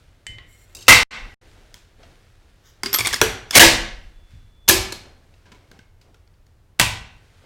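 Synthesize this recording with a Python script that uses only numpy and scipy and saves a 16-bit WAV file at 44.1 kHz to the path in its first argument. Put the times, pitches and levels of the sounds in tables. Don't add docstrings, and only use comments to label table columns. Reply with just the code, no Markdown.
import sys
import numpy as np
from scipy import signal
from scipy.fft import rfft, irfft
from scipy.io import wavfile
from scipy.ndimage import uniform_filter1d

SR = 44100
rng = np.random.default_rng(int(sys.argv[2]) if len(sys.argv) > 2 else 0)


def persist_wave(psi):
    counts = np.round(np.clip(psi, -1, 1) * 32767).astype(np.int16)
    wavfile.write(sys.argv[1], SR, np.atleast_2d(counts).T)


def voltage_ratio(decibels):
    exponent = np.asarray(decibels, float) / 20
    return 10 ** exponent


N = 328545

# hz, level_db (per Hz)
PULL_CRACK = [(60, 3), (346, 1), (564, -12.5), (1540, -5.5), (3030, -7), (4950, -8.5), (12900, -21),
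              (15900, -25)]
# hz, level_db (per Hz)
HAMMER_CRACK = [(60, -26), (315, -9.5), (1770, -8.5), (2760, -7), (5060, -6), (7530, -9.5), (12900, -11),
                (15900, -18.5)]
# hz, level_db (per Hz)
TICK_CRACK = [(60, -2.5), (600, -5), (1500, 5.5), (3000, 4.5), (6500, -3), (10000, -15), (16000, -20)]


def amp_curve(table, column, off_db=-120.):
    rows = np.array(table, float)
    return voltage_ratio(np.interp(np.arange(N) / SR, rows[:, 0], rows[:, column], off_db, off_db))


def unit(x):
    return x / np.sqrt(np.mean(x ** 2) + 1e-30)


def colour(x, shape):
    size = 4096
    hz, db = np.transpose(shape)
    log_hz = np.log(np.fft.rfftfreq(size, 1 / SR) + 1)
    log_gain = np.interp(log_hz, np.log(hz), db) * np.log(10) / 20
    cepstrum = irfft(log_gain)
    cepstrum[1:size // 2] *= 2
    cepstrum[size // 2 + 1:] = 0
    return signal.fftconvolve(x, irfft(np.exp(rfft(cepstrum))))[:len(x)]


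def band(x, lo_hz, hi_hz):
    edges = [lo_hz, min(hi_hz, .45 * SR)]
    return signal.sosfilt(signal.butter(2, edges, "band", fs=SR, output="sos"), x)


def grit(scatter_db, rate):
    hold = int(SR / rate)
    sizes = voltage_ratio(scatter_db * rng.exponential(size=N // hold + 1))
    outline = uniform_filter1d(np.repeat(sizes, hold)[:N], hold)
    return unit(rng.standard_normal(N) * outline)


def strokes(rows, rise_db_s, fall_db_s):
    t = np.arange(0, N + SR // 500, SR // 500) / SR
    gain = 0
    for s, held, db in rows:
        before, after = np.maximum(s - t, 0), np.maximum(t - s - held, 0)
        gain = gain + voltage_ratio(db - rise_db_s * before - fall_db_s * after)
    return np.interp(np.arange(N) / SR, t, gain)


def ringing(modes, t, glide=0.):
    pitch_scatter, level_scatter_db, longest_t60_s = .002, 2.5, 0.46
    hz, db, t60 = (c[:, None] for c in np.transpose(modes))
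    chance = rng.standard_normal((len(hz), 2))
    fade = np.exp(-np.log(1000) * t / np.clip(t60, .01, longest_t60_s))
    fade = fade * (1 - (t / t[-1]) ** 4)
    turns = hz * (1 + pitch_scatter * chance[:, 1:]) * t * (1 + glide * t / 2)
    level = voltage_ratio(db + level_scatter_db * chance[:, :1])
    ring = np.sum(level * fade * np.sin(2 * np.pi * turns), axis=0)
    return ring / np.abs(ring).max()


def room_air():
    # hz, level_db (per Hz)
    air_colour = [(15, -33), (25, 4), (64, -9.5), (84, 2), (189, -24), (350, -20.5), (8310, -43),
                  (15900, -47.5)]
    return voltage_ratio(-56.5) * unit(colour(rng.standard_normal(N), air_colour))


def room(x):
    # hz, t60_s, strength_db
    wall_decay = [(60, .6, -2), (600, .55, -1.5), (1500, .55, 0.1), (3000, .52, 0.1), (6000, .42, 0.1),
                  (9000, .33, 0.1), (12000, .28, 1), (16000, .24, 2)]
    first_wall_s, level_db = 0.0054, -35.5
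    t = np.arange(SR) / SR
    hz, t60, strength_db = np.transpose(wall_decay)
    echo = 0
    for centre in 40 * 2 ** np.arange(0, 8.7, .5):
        decay_s = np.interp(np.log(centre), np.log(hz), t60)
        strength = voltage_ratio(np.interp(np.log(centre), np.log(hz), strength_db))
        noise = band(rng.standard_normal(SR), centre / 2 ** .25, centre * 2 ** .25)
        echo = echo + strength * np.exp(-np.log(1000) * t / decay_s) * noise
    spectrum = rfft(echo)
    fine, coarse = (uniform_filter1d(np.abs(spectrum) ** 2, size=width) for width in (90, 700))
    echo = irfft(spectrum * np.sqrt(coarse / (fine + 1e-12)))
    echo = echo * np.clip(t / first_wall_s - .5, 0, 1) * np.clip(8 - 10 * t, 0, 1)
    return voltage_ratio(level_db) * signal.fftconvolve(x, echo)[:N]


def table():
    # start_s, sway_db, boom_db
    jolts = [
        (0.291, -49.5, -45.5),
        (0.899, -37.5, -25),
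        (1.219, -43.5, -61.5),
        (2.999, -54, -37.5),
        (3.216, -45, -29.5),
        (3.599, -23.5, -23.5),
        (4.336, -48.5, -48.5),
        (4.688, -46.5, -29),
        (4.767, -76.5, -36),
        (6.812, -53, -25),
    ]
    # hz, level_db, t60_s
    board_modes = [(95.3, -1, 0.45), (110.7, 0.5, 1)]
    legs = strokes([(s, 0, db) for s, db, _ in jolts], 1500, 44) + voltage_ratio(-61.5)
    board = strokes([(s, 0, db) for s, _, db in jolts], 1500, 91.5) + voltage_ratio(-60)
    sway = unit(band(rng.standard_normal(N), 19, 40)) * legs
    boom = unit(band(rng.standard_normal(N), 33, 110)) * board
    ring, t = np.zeros(N + SR), np.arange(SR // 2) / SR
    for s, _, db in jolts:
        i = int(s * SR)
        ring[i:i + len(t)] += voltage_ratio(db + 7.5) * ringing(board_modes, t)
    return sway + boom + ring[:N]


def sleeves_and_palms():
    # time_s, level_db
    arm_motion = [(0.0, -63.5), (.3, -70.5), (.7, -64.5), (.87, -57), (1.57, -58.5), (1.97, -68),
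                  (2.8, -65.5), (4.05, -62), (4.64, -81), (5.05, -62), (5.2, -67), (5.8, -67), (5.92, -95),
                  (6.06, -72), (6.72, -99.5), (7.15, -65), (7.45, -61)]
    # start_s, held_s, level_db
    palms = [
        (.3, 0.044, -61),
        (1.57, 0.015, -64),
        (2.0, 0.038, -53),
        (5.05, 0.018, -54.5),
        (5.52, 0.021, -57.5),
        (5.74, 0.051, -67.5),
        (6.05, 0.044, -65),
    ]
    # start_s, held_s, level_db
    brushes = [
        (2.01, 0.11, -64.5),
        (4.31, 0.018, -64.5),
    ]
    # hz, level_db
    cloth = [(700, -24), (1400, 1.5), (4000, -4.5), (9000, -14), (16000, -27)]
    arms = amp_curve(arm_motion, 1)
    dull = unit(band(grit(scatter_db=2.5, rate=28), 110, 680))
    crisp = unit(colour(grit(scatter_db=1.36, rate=1100), cloth))
    dull_gain = voltage_ratio(-0.5) * arms + strokes(palms, rise_db_s=800, fall_db_s=110)
    crisp_gain = arms + strokes(brushes, rise_db_s=400, fall_db_s=62.5)
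    return dull * dull_gain + crisp * crisp_gain


def spring():
    # time_s, level_db
    swell = [
        (4.1, -81),
        (4.17, -66),
        (4.37, -67.5),
        (4.5, -69.5),
        (4.68, -59.5),
    ]
    return amp_curve(swell, 1) * np.sin(2 * np.pi * 3457 * np.arange(N) / SR)


def after_rings():
    # start_s, pitch_hz, level_db, t60_s
    lone_modes = [(3.6, 336, -27, .45), (3.62, 790, -27, .4), (4.697, 343, -21, .3), (4.697, 388, -23, .25),
                  (4.70, 290, -28, .35), (4.70, 540, -29, .35), (4.76, 2250, -31, .45), (6.8, 958, -31, .5),
                  (6.81, 2661, -27, .4), (.9, 2686, -19, .4), (5.6, 2170, -69, .6)]
    out, t = np.zeros(N + SR), np.arange(SR) / SR
    for s, hz, db, t60 in lone_modes:
        throb_db = 5 * np.sin(2 * np.pi * 19 * t * (1 + t) + hz)
        level = voltage_ratio(db + throb_db - 60 * t / t60) * (1 - np.exp(-t / .008))
        i = int(s * SR)
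        out[i:i + SR] += level * np.sin(2 * np.pi * hz * t)
    return out[:N]


def rub(rows, sing, hiss_db):
    push = grit(scatter_db=2.5, rate=900)
    tones = sum(voltage_ratio(db) * unit(band(push, hz - width / 2, hz + width / 2)) for hz, width, db in sing)
    hiss = voltage_ratio(hiss_db) * unit(band(push, 1900, 22000))
    return (unit(tones) + hiss) * strokes(rows, rise_db_s=600, fall_db_s=500)


def hinge_rub():
    # start_s, held_s, level_db
    turns = [
        (.49, .16, -60),
        (.705, 0.02, -66),
    ]
    # hz, width_hz, level_db
    sing = [(2140, 40, 1), (1960, 200, -7), (3040, 35, -7), (4250, 70, -8.5), (5700, 60, -9.5),
            (7000, 300, -8.5), (7400, 70, -4.5), (7800, 250, -6.5), (8310, 70, -10), (8950, 60, -11.5),
            (10500, 50, -12), (12900, 120, -9), (15000, 60, -17.5)]
    return rub(turns, sing, hiss_db=-5.0)


def rail_rub():
    # start_s, held_s, level_db
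    slides = [
        (2.66, 0.042, -58),
        (3.515, 0.02, -51.5),
    ]
    # hz, width_hz, level_db
    sing = [(2000, 1500, -4), (3600, 1500, -2), (5600, 2500, 0)]
    return rub(slides, sing, hiss_db=-3.5)


def pin():
    # start_s, peak_db
    knocks = [(2.931, -11), (2.934, -12), (2.946, -8), (2.960, -8), (2.968, -15), (2.996, -25.5),
              (3.150, -33), (3.163, -35.5), (3.217, -21.5), (3.235, -23.5), (3.51, -37), (4.69, -1),
              (4.699, -10), (4.714, -15), (4.743, -25)]
    # hz, level_db, t60_s
    pin_modes = [(12500, -1.5, 0.055), (12540, -5, 0.05), (13600, -17, .03)]
    out, t = np.zeros(N + SR), np.arange(SR // 4) / SR
    for s, db in knocks:
        i = int(s * SR)
        out[i:i + len(t)] += voltage_ratio(db) * ringing(pin_modes, t) * np.minimum(t / 0.00053, 1)
    return out[:N]


def chatter(length, rise, size=4096):
    t = np.arange(size) / SR
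    outline = np.exp(-t / length) * (1 - np.exp(-t / (rise * length)))
    direct = force = rng.standard_normal(size) * outline
    for _ in range(4):
        spectrum = rfft(force)
        force = irfft(spectrum / (np.abs(spectrum) + 1e-12))
        force = force * outline / np.sqrt(uniform_filter1d(force ** 2, size=24) + 1e-14)
    return np.pad([direct, force], ((0, 0), (0, size)))


def blows(events, modes, crack, gain_db, thud_db, ring_db, rise, own_db=-4, glide=0.):
    out, t = np.zeros((3, N + SR)), np.arange(SR // 2) / SR
    own_width = 0.051
    click = colour(signal.unit_impulse(SR // 5), crack)
    bands = [band(click, 56, 330), band(click, 510, 6900), band(click, 7600, 20000)]
    for s, db, bright_db, ms, hz in events:
        contact = chatter(max(ms, .3) / 1000, rise)
        ring = signal.fftconvolve(ringing(modes, t, glide), contact[1])[:len(t)]
        parts = [signal.fftconvolve(contact, b[None], axes=1)[:, :contact.shape[1]] for b in bands]
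        parts += [band(contact[1], (1 - own_width) * hz, (1 + own_width) * hz), ring]
        gains = voltage_ratio(db + gain_db + np.array([thud_db, 0, bright_db, own_db, ring_db]))
        parts = [g * p / np.abs(p).max(axis=-1, keepdims=True) for g, p in zip(gains, parts)]
        low, mid, high, own, ring = parts
        i = int(s * SR)
        out[:2, i:i + len(own)] += mid - low - high
        out[2, i:i + len(own)] += own
        out[2, i:i + len(t)] += ring
    return out[:, :N]


def finger_ticks():
    # start_s, peak_db, brightness_db, contact_ms, loudest_hz
    ticks = [
        (1.742, -34, 5, 1.3, 3227),
        (2.0, -63.5, -11.5, 4.3, 1280),
        (2.03, -41, -29, 9.5, 684.4),
        (5.339, -50.5, -14, 4.5, 2542),
        (6.012, -47, -5, 8.8, 4540),
        (6.143, -48, -5, 4.1, 1410),
        (6.275, -49.5, -14.5, 2.4, 4416),
        (6.339, -57, -20, 3.14, 4430),
        (6.466, -53.5, -2, 2.25, 4400),
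    ]
    # start_s, peak_db, brightness_db, contact_ms, loudest_hz
    nudges = [
        (5.453, -48, -21, 17, 1603),
        (5.517, -39, -13, 6.2, 1038),
        (5.545, -51.5, -4.5, 6.8, 2110),
    ]
    # hz, level_db, t60_s
    loose_parts = [(985, 5, 0.13), (1600, -10, 0.074), (2230, -18, 0.32), (2230, -18, .3)]
    return (blows(nudges, loose_parts, TICK_CRACK, -1.6, thud_db=-2.5, ring_db=-3.5, rise=0.56)
            + blows(ticks, loose_parts, TICK_CRACK, -1.9, thud_db=-24, ring_db=-18.0, rise=0.12))


def cover_taps():
    # start_s, peak_db, brightness_db, contact_ms, loudest_hz
    taps = [
        (.2665, -17, -9, 2.8, 7845),
        (.3845, -25.5, -21.5, 1.8, 1986),
    ]
    # hz, level_db, t60_s
    sheet = [(1125, -22, .2), (1938, -13, .4), (2010, -14, .08), (2095, -3, .5), (2401, -11, .18),
             (2810, -9, .2), (3036, 2, .52), (3500, -17, .1), (4300, -20, .12), (4613, -18, .2),
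             (7090, -17, .18), (7445, -18, .18), (8290, -18, .22), (10530, -26, .08)]
    edge = [(1072, -6, 0.24), (1860, -6, .2), (1950, -2.5, 0.33), (2050, -5, 0.48), (2870, -8.5, .3),
            (3914, -10, .1), (4340, -7.5, .1)]
    # hz, level_db (per Hz)
    sheet_crack = [(60, -11.5), (1300, -20.5), (1900, 4.5), (2570, -6.5), (3030, -9), (4500, -14.5),
                   (8070, -22), (15900, -41)]
    edge_crack = [(60, -8.5), (700, -9.5), (1900, 1.5), (3800, -4), (4600, -16), (15900, -40.5)]
    return (blows(taps[:1], sheet, sheet_crack, -9.0, thud_db=-22.5, ring_db=-3.03, rise=0.045)
            + blows(taps[1:], edge, edge_crack, -6.5, thud_db=-20.5, ring_db=-9.5, rise=.1))


def hinge_creaks():
    # start_s, peak_db, brightness_db, contact_ms, loudest_hz
    creaks = [
        (.7485, -23, 2, 3.9, 7400),
        (.766, -27, -4.5, 4.5, 7980),
        (.785, -32.5, -7, 8.9, 2969),
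        (.8072, -29.5, -12, 4.8, 4440),
        (.818, -29, -7, 6, 3111),
        (.826, -30, -7.5, 5, 5017),
        (.866, -30, -14.5, 5.2, 2645),
    ]
    # hz, level_db, t60_s
    swing = [(2700, -6, .05), (3800, 0, 0.046), (4400, -5.5, .05), (4900, -4, .05), (5600, -7.5, .05),
             (6350, -3, .045), (11500, -12, .03), (7400, -2.5, .045)]
    # hz, level_db (per Hz)
    creak_crack = [(35, -28.5), (60, 3), (133, -5), (168, -18), (346, -17), (1140, -31), (4950, -4),
                   (15900, -15)]
    return blows(creaks, swing, creak_crack, -12, thud_db=-13, ring_db=4.5, rise=0.4, own_db=0, glide=1.6)


def cover_slam():
    # start_s, peak_db, brightness_db, contact_ms, loudest_hz
    slam = [
        (0.881, 1.5, -6.5, 12.7, 1308),
        (0.885, 4.4, -9.5, 12.4, 2022),
        (0.892, 0.8, -5.5, 6.7, 4900),
        (0.907, 1.4, -17, 3.4, 2660),
        (0.921, 1.2, -13, 9.1, 2200),
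    ]
    # hz, level_db, t60_s
    shut = [(1093, -5.5, .08), (1308, -1.5, 0.092), (1620, -7, .1), (1726, -5, 0.059), (1977, -3, 0.045),
            (2080, 0.5, 0.24), (2010, -4, 0.14), (2180, -5, .1), (2236, -4, .1), (2720, 0, 0.099),
            (2620, -3.5, 0.05), (3063, -7, 0.11)]
    # hz, level_db (per Hz)
    slam_crack = [(60, -11.5), (468, -9.5), (1200, -5), (1690, -5), (2090, -0.5), (2890, -4), (6700, -11),
                  (15900, -22.5)]
    return blows(slam, shut, slam_crack, 3.5, thud_db=-16.5, ring_db=-6.5, rise=0.02, own_db=-7.0)


def latch():
    # start_s, peak_db, brightness_db, contact_ms, loudest_hz
    clicks = [
        (2.8333, -13, -7, 2.5, 4800),
        (2.8595, -13.5, -13, 2.4, 4695),
        (2.866, -21.5, -11, 3.4, 4500),
    ]
    # hz, level_db, t60_s
    latch_modes = [(216, 0.5, .1), (399.1, -4.5, 0.31), (1080, -4, 0.13), (2168, 2, 0.059),
                   (4700, -7.5, 0.089), (4800, -3.5, 0.1), (4870, -2, 0.08), (10620, -10.5, 0.064)]
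    return blows(clicks, latch_modes, PULL_CRACK, -1.4, thud_db=-14, ring_db=-5.0, rise=0.098)


def bolt_ratchet():
    # start_s, peak_db, brightness_db, contact_ms, loudest_hz
    clicks = [(2.9295, -12, -5.5, 2, 5160), (2.959, -17, -5, 2.5, 1250), (2.9865, -8.5, 1, 1.5, 8660),
              (2.990, -9, -9.5, 3.4, 2270), (3.006, -9, -5, 3.7, 2270), (3.048, -12.5, -14, 3, 2160),
              (3.0595, -10, -6.5, 2.5, 3547), (3.088, -19, -10, 3, 2200), (3.109, -22.5, -15, 4, 1900),
              (3.142, -7, -5, 2.2, 5030), (3.160, -20, -4, 3, 1914)]
    # start_s, peak_db, brightness_db, contact_ms, loudest_hz
    rasps = [(2.939, -9, -0.5, 2, 5460), (2.944, -9, -1.5, 2.2, 4395), (2.948, -15, -4.5, 2, 3244),
             (2.997, -17.5, -2.5, 2, 8780), (3.052, -14, -15, 5.3, 2300), (3.070, -7, -3.5, 1.6, 8460),
             (3.076, -14.5, -4, 2, 3427), (3.128, -12.5, -5.5, 1.8, 6000), (3.132, -11, -7, 2.7, 1665),
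             (3.203, -29, -4.5, 1.9, 2002), (3.526, -15.5, -15, 9.2, 2179), (3.543, -11, -4, 3, 3007),
             (3.550, -3, -3, 3.3, 2102), (4.678, -17, -5, 2, 3104), (4.681, -8, -7, 1, 4946),
             (6.791, -19.5, -5.5, 1.9, 2704)]
    # hz, level_db, t60_s
    bolt = [(1180, -11, 0.049), (2170, -4, .03), (3454, -7, 0.027), (4500, -6.5, .015), (5300, -4.5, 0.013),
            (6750, -7, .02), (8600, -7, 0.027)]
    return (blows(clicks, bolt, PULL_CRACK, -6.5, thud_db=-19.5, ring_db=0.0, rise=0.038, own_db=1.5)
            + blows(rasps, bolt, PULL_CRACK, -5.0, thud_db=-26.5, ring_db=-3.0, rise=16.0, own_db=0.5))


def bolt_rear():
    # start_s, peak_db, brightness_db, contact_ms, loudest_hz
    stop = [
        (3.2145, 8, -14.5, 3, 5600),
        (3.224, -10, -11, 8.5, 1593),
        (3.236, -15, -14.5, 11, 3056),
    ]
    # hz, level_db, t60_s
    carrier = [(395, -7, .15), (441, -4, 0.22), (480, -8.5, .2), (980, -7, 0.079), (1457, -7, .08),
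               (1650, -6.5, .07), (1717, -5, 0.053), (3420, -2.5, .06), (5900, -4.5, .05)]
    # hz, level_db (per Hz)
    stop_crack = [(60, 0.5), (362, 6.5), (943, -8.5), (1220, -8), (1610, -3), (5060, -12), (12600, -11),
                  (15900, -15.5)]
    return blows(stop, carrier, stop_crack, -5.5, thud_db=-21.5, ring_db=-4.5, rise=0.063)


def catch():
    # start_s, peak_db, brightness_db, contact_ms, loudest_hz
    release = [
        (3.5083, -12.5, -14, 2.2, 5210),
    ]
    # hz, level_db, t60_s
    catch_modes = [(1770, 3, 0.018), (3500, -0.5, .03), (5400, -0.5, 0.012)]
    return blows(release, catch_modes, HAMMER_CRACK, -0.79, thud_db=-23.5, ring_db=-5.5, rise=0.24)


def bolt_home():
    # start_s, peak_db, brightness_db, contact_ms, loudest_hz
    crash = [
        (3.553, 4.1, -10, 11, 5772),
        (3.559, 3.8, -10, 8, 2252),
        (3.566, 5.4, -8.5, 9.5, 2161),
        (3.572, 3.7, -11.5, 6.9, 5400),
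        (3.577, 12, -7.5, 5.7, 7917),
        (3.590, 11, -11.5, 14, 2855),
        (3.602, 8.7, -12.5, 15, 1683),
        (3.612, 8, -15, 10, 1950),
        (3.625, 3, -15, 21, 920),
    ]
    # hz, level_db, t60_s
    receiver = [(331, -6, 0.45), (551, -6.5, 0.36), (785, -3, 0.25), (958, -6, .4), (965, -10, .15),
                (1657, -4.5, 0.29), (1890, -4, .15), (2200, -1.5, 0.31), (2160, -2.5, .17), (3289, -4, .12),
                (4900, -4.5, .06)]
    # hz, level_db (per Hz)
    home_crack = [(60, 0.5), (362, -1), (900, -8.5), (1330, -12), (1900, -6), (3300, -7.5), (4200, -7.5),
                  (15900, -10.5)]
    return blows(crash, receiver, home_crack, -2.0, thud_db=-21.5, ring_db=-15.0, rise=0.017, own_db=-6.5)


def hammer_and_trigger():
    # start_s, peak_db, brightness_db, contact_ms, loudest_hz
    fall = [
        (4.6865, 2.5, -2, 5, 6040),
        (4.694, 2, -5, 5.8, 1745),
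        (4.709, -6, -4.5, 4, 2376),
    ]
    # start_s, peak_db, brightness_db, contact_ms, loudest_hz
    reset = [
        (4.922, -19.5, -12, 3.9, 4150),
    ]
    # hz, level_db, t60_s
    hammer = [(342, -2, .35), (379, -2, 0.53), (1033, -6.5, 0.202), (1745, -1, .06), (2220, -4.5, 0.33),
              (3270, -8, .25), (4340, -10.5, .2), (5142, -7, .08), (2540, -8.5, .2), (6112, -6, .05)]
    trigger = [(3817, -2, .2), (4050, -5, .18), (4215, 1, .12), (4400, -5, .15), (6770, -7, .15)]
    return (blows(fall, hammer, HAMMER_CRACK, -0.79, thud_db=-14.0, ring_db=-10.5, rise=0.15, own_db=-5.5)
            + blows(reset, trigger, HAMMER_CRACK, -1.4, thud_db=-9, ring_db=-10.0, rise=0.63))


def lever():
    # start_s, peak_db, brightness_db, contact_ms, loudest_hz
    tip_taps = [
        (5.714, -41.5, -4, 3.2, 1600),
        (5.790, -42, -10, 2.8, 1580),
    ]
    # start_s, peak_db, brightness_db, contact_ms, loudest_hz
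    snap = [
        (6.7965, -1, -5, 3.9, 1960),
        (6.803, -11, -7, 4, 1537),
        (6.812, -5.5, -9, 4, 2653),
        (6.822, -10.5, -11.5, 11, 2300),
    ]
    # hz, level_db, t60_s
    tip = [(1000, -3, .06), (1600, -2, .06), (2150, -5, .4), (2185, -5, .45)]
    lever_modes = [(960, -8.5, .45), (1704, -5.5, .3), (1910, -6.5, 0.19), (2270, -5.5, 0.44),
                   (2440, -3, 0.27), (2660, 1.5, .4), (2715, -2, 0.8), (2960, -5, 0.27), (3200, -5.5, 0.15),
                   (3440, -5.5, 0.4), (3350, -2.5, .27), (4285, -6, 0.238)]
    # hz, level_db (per Hz)
    snap_crack = [(130, -3.5), (538, -9.5), (960, -3), (1340, -9), (2630, -3), (3830, -8.5), (8860, -14.5),
                  (15900, -24)]
    return (blows(tip_taps, tip, TICK_CRACK, -1.3, thud_db=1, ring_db=-6.5, rise=0.14)
            + blows(snap, lever_modes, snap_crack, 0.31, thud_db=-18.5, ring_db=-17.0, rise=0.16, own_db=-11.5))


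def scene():
    crack, spread, tones = (finger_ticks() + cover_taps() + hinge_creaks() + cover_slam() + latch()
                            + bolt_ratchet() + bolt_rear() + catch() + bolt_home()
                            + hammer_and_trigger() + lever())
    tones = tones + hinge_rub() + after_rings() + pin()
    sliding = rail_rub()
    echo = room(spread + sliding + voltage_ratio(-8) * tones)
    handling = sleeves_and_palms() + table() + spring()
    return (crack + sliding + tones + echo + handling + room_air())[None]


def roll_off(x):
    return signal.sosfilt(signal.butter(12, 16040, fs=SR, output="sos"), x)


def record(dry):
    # start_s, end_s, residue_db, return_db, recovery_s
    dropouts = [
        (1.0331, 1.108, -30, -13.5, 0.022),
        (1.344, 1.412, -49, -5, 0.032),
        (3.5883, 3.5941, -22, -3, 0.0022),
    ]
    ceiling = .84
    t, x = np.arange(N) / SR, np.clip(dry, -ceiling, ceiling)
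    for start, end, left_db, back_db, recover in dropouts:
        gap = (t >= start) & (t < end)
        residue = voltage_ratio(left_db - 1000 * (t - start) * gap)
        drain = voltage_ratio(left_db - 15.0) * np.exp(-np.abs(t - start) / .025)
        back = voltage_ratio(back_db * np.exp(-np.maximum(t - end, 0) / recover) * (t >= end))
        soft_edge = np.clip(np.abs(t - end) / (.1 * recover), 0, 1)
        x = np.where(gap, x * residue + drain, x * back * soft_edge)
    return roll_off(x)


dry = scene()
out = record(dry)
persist_wave(out)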